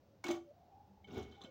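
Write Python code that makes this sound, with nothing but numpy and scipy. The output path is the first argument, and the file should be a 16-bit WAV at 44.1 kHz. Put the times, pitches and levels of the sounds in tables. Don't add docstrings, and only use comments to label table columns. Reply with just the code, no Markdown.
import sys
import numpy as np
from scipy import signal
from scipy.fft import rfft, irfft
from scipy.io import wavfile

SR = 44100
rng = np.random.default_rng(int(sys.argv[2]) if len(sys.argv) > 2 else 0)


def to_wav(sig):
    pcm = np.clip(np.atleast_2d(sig), -1, 1) * 32767
    pcm = np.round(pcm).astype(np.int16)
    wavfile.write(sys.argv[1], SR, pcm.T)


N = 66150
T = np.arange(N) / SR

# pitch_hz, level_db, ring_s (time to fade by 60 dB)
BLADE_TONES = [(1452, -5, 0.26), (1469, -0.5, 0.091), (2205, -1.5, 0.22), (2268, -4, 0.048),
               (3010, -7, 0.11), (3102, -4.5, 0.22), (3493, 4, 0.045), (3725, -0.5, .1), (4017, 4, 0.038),
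               (4820, -19.5, 0.14), (6145, -4, .16), (6020, -11, 0.11), (7410, -9.5, 0.069),
               (10530, -13.5, 0.052)]
# start_s, ring_db, centre_hz, spread_octaves, crack_db
BLADE_TOUCHES = [(0.2406, -27.5, 1890, .35, -37.5), (0.2663, -44, 5840, 0.45, -43.5),
                 (.283, -35.5, 4640, 0.17, -40), (0.3092, -29.5, 2040, 0.31, -36.5),
                 (0.3118, -35.5, 6700, .15, -44), (1.043, -45, 2200, 0.085, -97),
                 (1.0446, -43, 3140, 0.065, -82), (1.082, -45.5, 1620, 0.37, -75),
                 (1.143, -51.5, 2122, 0.11, -59), (1.227, -54, 5100, .3, -55.5),
                 (1.322, -49, 3110, 0.054, -79), (1.4154, -46, 3504, 0.18, -74),
                 (1.4172, -51.5, 7000, 0.36, -77), (1.4373, -48.5, 4160, 0.13, -71),
                 (1.4392, -45.5, 7930, .2, -75), (1.446, -41.5, 3150, 0.094, -90)]
# frequency_hz, level_db
CRACK_COLOUR = [(300, -53), (620, -0.5), (900, 10.5), (1080, -1.5), (1300, -21.5), (2200, -6), (4500, -7.5),
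                (6800, -5), (9000, -19.5), (13000, -24), (16000, -17)]
def blade_knocks():
    starts, ring_db, centre_hz, spread_octaves, crack_db = np.transpose(BLADE_TOUCHES)
    floor_db, trim_db = -26.5, -13
    pressed_ring_s, free_ring_db = 0.058, -7
    ringing, crack_power = 0, 0
    for k, (hz, tone_db, ring_s) in enumerate(BLADE_TONES):
        nearness = np.exp(-.5 * (np.log2(hz / centre_hz) / spread_octaves) ** 2) + from_db(floor_db)
        force = clicks(starts, nearness * from_db(ring_db + tone_db + trim_db)) * (-1) ** k
        ringing += ring(force, hz, pressed_ring_s) + from_db(free_ring_db) * ring(force, hz, ring_s)
    for start, level in zip(starts, from_db(crack_db)):
        attack = fade_in(T - start, rise_s=0.0025)
        decay = fade_out(start, fade_s=0.018) + from_db(-14) * fade_out(start, fade_s=0.12)
        crack_power += (level * decay * attack) ** 2
    return ringing + np.sqrt(crack_power) * coloured(rng.standard_normal(N), CRACK_COLOUR)


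def singing_steel(force):
    return sum(from_db(db) * ring(force, hz, ring_s) * (-1) ** k
               for k, (hz, db, ring_s) in enumerate(BLADE_TONES))


# peak_s, rise_s, fall_s, lead_s, grit_db, rub_db, block_db, steel_db
BLADE_STROKES = [(0.283, 0.34, 0.051, 0.047, -52, -68, -56.5, -61.5),
                 (.305, 0.043, 0.035, 0.023, -51, -66.5, -44, -56),
                 (0.352, 0.064, 0.048, 0.04, -59.5, -54, -46, -76.5),
                 (1.181, 0.18, 0.15, 0.1126, -58, -45.5, -77, -61),
                 (1.179, 0.016, 0.03, 0.012, -62, -47, -66, -82),
                 (1.334, 0.11, 0.24, 0.027, -76.5, -73, -85, -69),
                 (1.45, 0.1, 0.041, 0.043, -63.5, -55.5, -62, -70)]
# frequency_hz, level_db
RUB_COLOUR = [(40, -34.5), (75, -1.5), (130, -2.5), (170, -4), (260, 2.5), (340, -3), (430, 2),
              (560, -15.5), (760, -8.5), (1200, -38), (3000, -75)]
def blade_scrapes():
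    grit = sandy_grit()
    rub = coloured(sand_grains(), RUB_COLOUR)
    skid = cut(sand_grains(), hz=494, kind="high", order=3)
    friction = cut(skid, hz=3460, kind="low", order=4)
    peak_s, rise_s, fall_s, lead_s, *levels_db = np.transpose(BLADE_STROKES)[:, :, None]
    swell = 10 ** -np.maximum((peak_s - T) / rise_s, (T - peak_s) / fall_s)
    pressure = swell * fade_in(T - peak_s + lead_s, rise_s=0.0054)
    on_grit, on_rub, on_block, on_steel = [(from_db(db) * pressure).sum(axis=0) for db in levels_db]
    clay = hollow_block(on_block * skid) / np.std(hollow_block(skid))
    steel = singing_steel(on_steel * friction) / np.std(singing_steel(friction))
    return on_grit * grit + on_rub * rub + clay + steel


# frequency_hz, level_db
GRIT_COLOUR = [(500, 1), (750, -2.5), (1200, 4), (1750, -5.5), (3200, -1.5), (4600, -11), (6500, -10.5),
               (8500, -30.5), (13000, -33.5), (15500, -15)]
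def sandy_grit():
    edges_hz, flicker_db = np.geomspace(400, 15000, num=25), 4.5
    grain_streams = sand_grains(), sand_grains()
    crunch = 0
    for k, band in enumerate(zip(edges_hz, edges_hz[1:])):
        flicker = unit_power(cut(rng.standard_normal(N), hz=44.3, kind="low"))
        crunch += cut(grain_streams[k % 2], band, "band") * from_db(flicker_db * np.clip(flicker, -2, 2))
    return coloured(crunch, GRIT_COLOUR)


def sand_grains(grains_per_s=3500, spread_db=4):
    caught = rng.random(N) < grains_per_s / SR
    direction = rng.choice([-1, 1], N)
    size = from_db(spread_db * np.minimum(rng.exponential(1, N), 4))
    return caught * direction * size


# pitch_hz, level_db, ring_s (cut short at max_cycles vibrations)
BLOCK_TONES = [(250.8, -17, 0.42), (320, -10.5, 0.18), (340.2, 4, .26), (341, -8.5, 0.19),
               (465, -45, 0.094), (609, -8, .12), (658, -11.5, 0.12), (730.3, -4.5, 0.25), (778, -10, 0.11),
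               (963, -44, 0.024), (1154, -12, 0.051), (1127, -15.5, .08)]
def hollow_block(force, max_cycles=90):
    return sum(from_db(db) * ring(force, hz, min(ring_s, max_cycles / hz))
               for hz, db, ring_s in BLOCK_TONES)


# start_s, level_db, hardness_hz
BLOCK_PUSHES = [(0.2483, -44.5, 347), (0.259, -40.5, 362), (0.2887, -38.5, 1490), (.2975, -44.5, 580),
                (0.3056, -35, 920)]
def block_thumps():
    push = sum(cut(clicks(np.array([start]), from_db(db)), hz, "low") for start, db, hz in BLOCK_PUSHES)
    return cut(hollow_block(push), hz=235, kind="high", order=3)


# start_s, level_db
WALL_SHOVES = [(.975, -61.5), (1.165, -47), (1.274, -52)]
def wall_boom(pitch_hz=77.5, ring_s=0.6):
    starts, level_db = np.transpose(WALL_SHOVES)
    boom = ring(clicks(starts, from_db(level_db)), pitch_hz, ring_s)
    return cut(boom, pitch_hz / 2, "high")


def brick_room(sound, echo_db=-11.5):
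    echo = rng.standard_normal(N) * fade_out(start_s=0.0048, fade_s=0.24)
    return sound + from_db(echo_db) * signal.fftconvolve(sound, echo / np.linalg.norm(echo))[:N]


# time_s, pitch_hz, level_db, blur_ratio (0 is a clean tone)
WAIL_COURSE = [(0, 575.5, -80.5, 1.8), (0.141, 550, -70, 0.34), (0.202, 550.6, -92, 0.89),
               (.44, 593.4, -74, .3), (0.504, 569.4, -57.5, 0.067), (.545, 690, -71.5, 2.9),
               (.68, 765.6, -66, 3.6), (.82, 815, -64, 0.63), (.87, 820, -75, 2.96), (1.04, 830, -69, 1.28),
               (1.33, 829, -90, 0.58), (1.385, 810, -61.5, 0.25), (1.451, 756, -70, 0.53),
               (1.471, 525, -64.5, 0.15), (1.5, 542, -58, 0.4)]
def far_wail(blur_width_hz=51):
    times, *columns = np.transpose(WAIL_COURSE)
    pitch_hz, level_db, blur = [np.interp(T, times, column) for column in columns]
    slow_noise = cut(rng.standard_normal((2, 2 * N)), blur_width_hz, "low")
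    waver_a, waver_b = unit_power(slow_noise[:, N:])
    phase = 2 * np.pi * np.cumsum(pitch_hz) / SR
    tone = (1 + blur * waver_a) * np.cos(phase) + blur * waver_b * np.sin(phase)
    return from_db(level_db) * tone / np.sqrt(.5 + blur ** 2)


# time_s, level_db
DRONE_LEVELS = [(.84, -83.5), (0.918, -60), (0.999, -71), (1.101, -62), (1.2, -93)]
def low_drone(pitch_hz=197):
    times, level_db = np.transpose(DRONE_LEVELS)
    return from_db(np.interp(T, times, level_db)) * np.sin(2 * np.pi * pitch_hz * T)


# frequency_hz, level_db
RUMBLE_COLOUR = [(25, -25), (50, -12.5), (85, 4.5), (140, -4), (300, -7.5), (650, -11.5), (1100, -21),
                 (2000, -28.5), (6000, -32.5), (8500, -46), (13000, -46.5), (15500, -32.5)]
def outdoor_rumble(level_db=-68):
    return from_db(level_db) * coloured(rng.standard_normal(N), RUMBLE_COLOUR)


def from_db(db):
    return 10 ** (np.asarray(db) / 20)


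def unit_power(sound):
    return sound / np.sqrt(np.mean(sound ** 2) + 1e-20)


def coloured(sound, colour):
    hz, db = np.transpose(colour)
    all_hz = np.maximum(np.fft.rfftfreq(N, 1 / SR), 1)
    gain = from_db(np.interp(np.log(all_hz), np.log(hz), db))
    return unit_power(irfft(rfft(sound) * gain, N))


def fade_in(age_s, rise_s):
    return np.clip(age_s / rise_s, 0, 1)


def fade_out(start_s, fade_s):
    return (T >= start_s) * np.exp(-np.log(1000) * np.maximum(T - start_s, 0) / fade_s)


def clicks(times, sizes):
    track = np.zeros(N)
    np.add.at(track, np.clip((times * SR).astype(int), 0, N - 1), sizes)
    return track


def ring(force, hz, ring_s):
    decay, step = np.exp(-np.log(1000) / (ring_s * SR)), 2 * np.pi * hz / SR
    return signal.lfilter([0, np.sin(step)], [1, -2 * decay * np.cos(step), decay ** 2], force + 1e-18)


def cut(sound, hz, kind, order=2):
    return signal.sosfilt(signal.butter(order, hz, kind, fs=SR, output="sos"), sound)


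def scene():
    rumble = outdoor_rumble()
    trowel = brick_room(blade_knocks() + blade_scrapes())
    return (trowel + block_thumps() + wall_boom() + far_wail() + low_drone() + rumble)[None]


def record(dry, top_hz=15900):
    return signal.sosfilt(signal.ellip(12, .2, 70, top_hz, fs=SR, output="sos"), dry)


dry = scene()
out = record(dry)
to_wav(out)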